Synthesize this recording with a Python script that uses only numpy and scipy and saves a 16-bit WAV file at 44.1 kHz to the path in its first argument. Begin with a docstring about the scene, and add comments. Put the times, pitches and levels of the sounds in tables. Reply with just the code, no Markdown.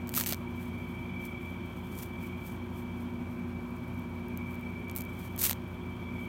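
"""A scouring sponge pulled apart by hand, close to the microphone, in a small room with a fan further off.
It opens on a short rip: a train of breaking fibres and foam cell walls, thin ones bright, thick ones duller.
Then fingers rub softly over the foam, and a few lone fibres snap, near 2 s and again around 4 s.
At 5 s the pad starts to give, and half a second later comes the second rip.
Behind it all, to the end, the fan hums and rushes and its dry bearing chirrs."""
import sys
import numpy as np
from scipy import signal
from scipy.fft import rfft, irfft
from scipy.io import wavfile
from scipy.ndimage import uniform_filter1d

SR = 44100
rng = np.random.default_rng(int(sys.argv[2]) if len(sys.argv) > 2 else 0)


def store_pcm(level_fs):
    """Save levels as 16-bit WAV."""
    pcm = np.round(np.clip(level_fs, -1, 1) * 32767).astype(np.int16)
    wavfile.write(sys.argv[1], SR, np.atleast_2d(pcm).T)


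N = 276948
T = np.arange(N) / SR
HZ = np.maximum(np.arange(N // 2 + 1) * SR / N, 1)


# Close-up tone of a thin fibre, a thick fibre and the foam's fine cell walls: frequency_hz, gain_db
THIN_FIBRE_TONE = [(300, -46), (3000, -19), (6500, -11.5), (9300, -7), (11000, -2.5), (13000, -0.5),
                   (15000, 1), (17000, -10)]
THICK_FIBRE_TONE = [(150, -5), (500, -4), (1300, -1.5), (1900, 0), (3100, 2), (3700, -1), (4400, -0.5),
                    (6300, 0.5), (8500, -0.5), (11000, -4.5), (16000, -14)]
CELL_WALL_TONE = [(500, -27.5), (2500, -19.5), (4200, -11), (6500, -8), (9200, -2), (11500, -1.5),
                  (13000, 1), (15000, 0.5), (17000, -10.5)]

def sponge():
    """Right at the microphone: fibres snap, cell walls rip, the taut pad ticks and fingers rub."""
    snap_tick, snap_body = snaps(recoil_ms=1.0, recoil_db=-15.5)
    rip_cells, rip_body = rips(build_db=13, thicken_db=8)
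    taut_ticks = pulls(ticks_per_s=60)
    rub = rubbing(grip_db=-68)
    thin = colour(snap_tick + taut_ticks, THIN_FIBRE_TONE)
    thick = colour(snap_body + rip_body + undb(-10.5) * rub, THICK_FIBRE_TONE)
    cells = colour(rip_cells + rub, CELL_WALL_TONE)
    return scatter(thin + thick + cells + pops(), tail_ms=1.4, tail_db=-19.5)


# The loudest single fibres: start_s, level_db, body_re_tick_db
FIBRE_SNAPS = [(0.0734, -20, -9), (0.0923, -12.5, -6), (0.1267, -24, -12), (0.1408, -7.5, -4.5),
               (0.1651, -2, -18), (0.1778, -2, -14), (0.2106, -0.5, -5), (0.2378, -14.5, 5),
               (0.262, -6, -3), (0.2654, -10, -4), (0.2927, -4, -8), (0.3104, -6, -10), (0.3243, -3, -2),
               (0.3318, -9, 0), (0.336, -14, -1), (0.345, -18, 2.5), (1.9884, -16, -14), (2.0333, -16, -6),
               (3.9905, -31, -14), (4.2843, -27, -9), (4.3745, -15, -17), (4.8975, -27.5, 5),
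               (4.9526, -19, -12), (4.9626, -5.5, -18), (4.969, -10, -18), (4.977, -8.5, -21),
               (5.0087, -12, -20), (5.0193, -15, -11), (5.363, -18, -33), (5.3788, -14, -9),
               (5.3928, -5, -14), (5.4381, 2, -20), (5.496, 0, -7), (5.5112, -2.5, -5.5),
               (5.5235, -20, 1.5), (5.5301, -11, -1)]

def snaps(recoil_ms, recoil_db):
    """A fibre parts and its loose end recoils through its neighbours: a bright tick, a duller body."""
    tick, body = np.zeros((2, N))
    age_ms = 1000 * T[:256]
    for start_s, level_db, body_db in FIBRE_SNAPS:
        pulse = undb(recoil_db) * rng.standard_normal(len(age_ms)) * np.exp(-age_ms / recoil_ms)
        pulse[0] = rng.choice([-1, 1])  # the break itself
        at = int(start_s * SR) + np.arange(len(pulse))
        tick[at] += undb(level_db) * pulse
        body[at] += undb(level_db + body_db) * pulse
    return tick, body


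# Runs of tearing, two to a rip: start_s, peak_s, end_s, peak_db, fall_db, starting_body_re_cells_db
TEAR_RUNS = [(0.137, 0.175, .25, -22, 20, -13), (0.262, 0.264, .322, -27.5, 9, -12.5),
             (4.955, 4.984, 5.025, -37.5, 12, -26), (5.384, 5.448, 5.475, -18.5, 8, -17.5)]

def rips(build_db, thicken_db):
    """The tear breaks cell walls faster as the force grows; thin fibres go first, so the body gains."""
    force, body = np.zeros((2, N))
    for start_s, peak_s, end_s, peak_db, fall_db, body_db in TEAR_RUNS:
        span = slice(int(start_s * SR), int(end_s * SR))
        contour_db = [peak_db - build_db, peak_db, peak_db - fall_db]
        force[span] = undb(np.interp(T[span], [start_s, peak_s, end_s], contour_db))
        progress = (T[span] - start_s) / (end_s - start_s)
        body[span] = force[span] * undb(body_db + thicken_db * progress)
    breaks_per_s = 7500 * (force / undb(-19.5)) ** .9
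    crackle = clicks(breaks_per_s, spread_db=8.5)
    return crackle * force, crackle * body


# Flaps of foam freed by the tear: start_s, pitch_hz, level_db, decay_ms
FLAP_POPS = [(.176, 1260, -26.5, 4.1), (.324, 680, -28.5, 3.7), (.324, 1420, -28.5, 1.7),
             (5.496, 520, -41, 3.8), (5.511, 905, -31, 0.83)]

def pops():
    """A flap springs back with a hollow pop: a few cycles, heavily damped by the foam."""
    out = np.zeros(N)
    t = T[:SR // 10]
    for start_s, pitch_hz, level_db, decay_ms in FLAP_POPS:
        envelope = undb(level_db) * np.exp(-1000 * t / decay_ms)
        out[int(start_s * SR) + np.arange(len(t))] += envelope * np.sin(2 * np.pi * pitch_hz * t)
    return out


# Spells when the pad is held taut: start_s, end_s, level_db
TAUT_SPELLS = [(.07, .14, -51), (1.96, 2.065, -51), (3.6, 4.06, -63.5), (4.4, 4.62, -60.5),
               (4.88, 5.054, -52), (5.3, 5.75, -67)]

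def pulls(ticks_per_s):
    """Lone fibres give with faint ticks while the pad is stretched."""
    tension = sum(undb(db) * ((T >= start_s) & (T < end_s)) for start_s, end_s, db in TAUT_SPELLS)
    return clicks(ticks_per_s, spread_db=3.5) * tension


# Finger strokes across the foam: middle_s, length_s, level_db
FINGER_STROKES = [(.25, 0.15, -44.5), (0.622, 0.19, -60), (.92, 0.19, -62), (1.257, 0.068, -50),
                  (1.48, .12, -60), (1.8, 0.27, -61.5), (2.007, 0.096, -46.5), (2.25, 0.076, -53.5),
                  (2.484, 0.11, -53.5), (2.78, 0.056, -55), (3.0, 0.067, -60), (4.516, .06, -60),
                  (5.212, .13, -50), (5.474, 0.056, -28), (6.22, 0.14, -60)]

def rubbing(grip_db):
    """Fingers slide over the fine grain, each stroke swelling and fading above the faint steady grip."""
    power = undb(grip_db) ** 2
    for middle_s, length_s, level_db in FINGER_STROKES:
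        swell = np.exp(-2 * ((T - middle_s) / length_s) ** 2)
        power += (undb(level_db) * swell) ** 2
    grain = clicks(per_s=8300, spread_db=7.0)
    return grain * np.sqrt(power) * undb(2.9 * wander(per_s=50))


def scatter(x, tail_ms, tail_db):
    """A break reaches the microphone directly, then scattered by the fingers and the table."""
    t = T[:SR // 20]
    tail = rng.standard_normal(len(t)) * np.exp(-1000 * t / tail_ms)
    response = undb(tail_db) * tail / np.linalg.norm(tail)
    response[0] = 1  # the direct path
    return signal.fftconvolve(x, response)[:N]


# The fan's strongest mains tone, swelling and fading: time_s, level_db
MAINS_LEVEL = [(0, -41.5), (.9, -45.5), (1.3, -47), (2.15, -49), (2.85, -41.5), (4.7, -43.5), (5.7, -49),
               (6.28, -44.5)]
# Its other shaft, blade and mains tones: pitch_hz, level_db, unsteadiness_ratio
MOTOR_TONES = [(58.9, -53.5, 0.03), (89.6, -46, 0), (117.2, -54.5, 0), (169.2, -52.5, 0.14),
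               (183.1, -49.5, 0.09), (251.7, -54, 0.37), (253.4, -68, 0), (334, -68, 0.6),
               (360.7, -51.5, 0.18), (414.4, -64, 0.7), (938, -63, 0.26), (996, -65.5, 0.52),
               (1103, -72.5, 1), (1224, -74, 0), (1535, -71.5, 0.04), (1599, -74.5, 0.65)]

def fan_hum(mains_tone_hz, waver_db):
    """Further back in the room, the fan's motor hums in slightly unsteady tones."""
    mains_db = level_curve(MAINS_LEVEL) + waver_db * wander(per_s=4.2)
    hum = undb(mains_db) * np.sin(2 * np.pi * mains_tone_hz * T)
    for pitch_hz, level_db, unsteadiness in MOTOR_TONES:
        phase = 2 * np.pi * (pitch_hz * T + rng.random())
        waver = unsteadiness * wander(per_s=7.7) * np.cos(phase + rng.random())
        hum += undb(level_db) * (np.sin(phase) + waver)
    return np.sqrt(2) * hum  # rms to peak


# The fan's air as it sounds from the microphone's position: frequency_hz, density_db_per_hz
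AIR_RUMBLE = [(20, -99), (40, -88), (52, -77), (68, -79), (85, -63), (100, -71), (125, -64.5), (156, -72),
              (178, -66), (220, -66.5), (290, -72.5), (308, -76), (345, -69), (450, -99), (900, -125)]
AIR_RUSH = [(200, -101), (480, -81.5), (560, -80.5), (720, -82.5), (980, -81), (1400, -86.5), (1950, -94.5),
            (2500, -91), (3000, -99.5), (3800, -103), (5200, -106), (7500, -111), (13000, -109),
            (17000, -111)]

def fan_air():
    """Moving air makes a low rumble and a higher rush that flutters slightly."""
    low, high = rng.standard_normal((2, N)) * np.sqrt(SR / 2)
    return colour(low, AIR_RUMBLE) + colour(high, AIR_RUSH) * undb(.5 * wander(per_s=31))


# The bearing's main and upper metal resonances: pitch_hz, width_hz, weight_db
MAIN_MODES = [(2180, 11, -15.5), (2286, 20.5, 2), (2314, 7.5, 5), (2220, 26, -19.5), (2344, 33, -0.5),
              (2245, 190, -15.5)]
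UPPER_MODES = [(3033, 20, -11), (3120, 21, -9.5), (3190, 22, -5.5), (3322, 71, -6), (3400, 38, -11)]
# How loud each group rings at the microphone: time_s, level_db
MAIN_RING_LEVEL = [(0, -53), (.4, -54), (.8, -50), (1, -49.5), (1.22, -46.5), (1.5, -49.5), (1.75, -55.5),
                   (2.03, -56), (2.26, -48), (2.6, -56.5), (4.2, -55), (4.38, -49.5), (5.06, -49.5),
                   (5.2, -53), (5.6, -57), (6.02, -53), (6.15, -48)]
UPPER_RING_LEVEL = [(.3, -65.5), (1.25, -61), (3.05, -64.5), (3.3, -70), (4.8, -66), (5.15, -62),
                    (5.7, -64.5), (6.2, -61.5)]

def fan_bearing(shaft_hz, throb, steadiness):
    """The dry bearing rubs harder once a turn; friction keeps the metal ringing and limits its swell."""
    out = np.zeros(N)
    for modes, levels in ((MAIN_MODES, MAIN_RING_LEVEL), (UPPER_MODES, UPPER_RING_LEVEL)):
        friction = rng.standard_normal(N) * (1 + throb * np.sin(2 * np.pi * shaft_hz * T))
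        metal = sum(undb(db) / np.sqrt(width_hz) / (1 + 1j * (HZ - pitch_hz) / width_hz) ** 2
                    for pitch_hz, width_hz, db in modes)
        chirr = unit_rms(irfft(rfft(friction) * metal, N))
        swell = np.sqrt(uniform_filter1d(chirr ** 2, size=5000))
        out += unit_rms(chirr / swell ** steadiness) * undb(level_curve(levels))
    return out


def clicks(per_s, spread_db):
    """Random clicks of uneven size, with mean power 1."""
    chance = np.clip(per_s / SR, 1e-6, 1)
    sizes = unit_rms(undb(spread_db * np.clip(rng.standard_normal(N), -2, 2)))
    signs = rng.choice([-1, 1], N)
    return (rng.random(N) < chance) * sizes * signs / np.sqrt(chance)


def wander(per_s):
    """Smooth random drift of rms 1 that changes about per_s times a second."""
    return unit_rms(irfft(rfft(rng.standard_normal(N)) / (1 + (HZ / per_s) ** 2) ** 2, N))


def colour(x, points):
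    """Causal filter through points of frequency_hz, gain_db."""
    hz, db = np.transpose(points)
    gain = undb(np.interp(np.log(HZ), np.log(hz), db))
    cepstrum = irfft(np.log(gain), N)
    cepstrum[1:N // 2] *= 2  # minimum phase: nothing rings ahead of a click
    cepstrum[N // 2 + 1:] = 0
    return irfft(rfft(x) * np.exp(rfft(cepstrum)), N)


def level_curve(points):
    """Points of time_s, level_db joined by straight lines."""
    return np.interp(T, *np.transpose(points))


def undb(db):
    """Decibels to gain."""
    return 10 ** (np.asarray(db) / 20)


def unit_rms(x):
    """Scale to rms 1."""
    return x / np.sqrt(np.mean(x ** 2))


def scene():
    """One microphone in a small room: the sponge close by, the fan further off."""
    near = sponge()
    far = fan_hum(mains_tone_hz=240, waver_db=1.0) + fan_air()
    far += fan_bearing(shaft_hz=59.0, throb=0.51, steadiness=0.56)
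    return (near + far)[None]


# Response of the microphone's port: frequency_hz, gain_db
MIC_PORT = [(4400, 0), (5000, -3.5), (5800, -0.5), (9700, -2), (10450, -6.5), (11500, -2)]

def record(dry):
    """The microphone's port cuts two dips in the treble, and the recorder cuts off above 16 kHz."""
    lowpass = signal.ellip(10, .2, 70, 16000, fs=SR, output="sos")
    return signal.sosfilt(lowpass, colour(dry[0], MIC_PORT))[None]


dry = scene()
out = record(dry)
store_pcm(out)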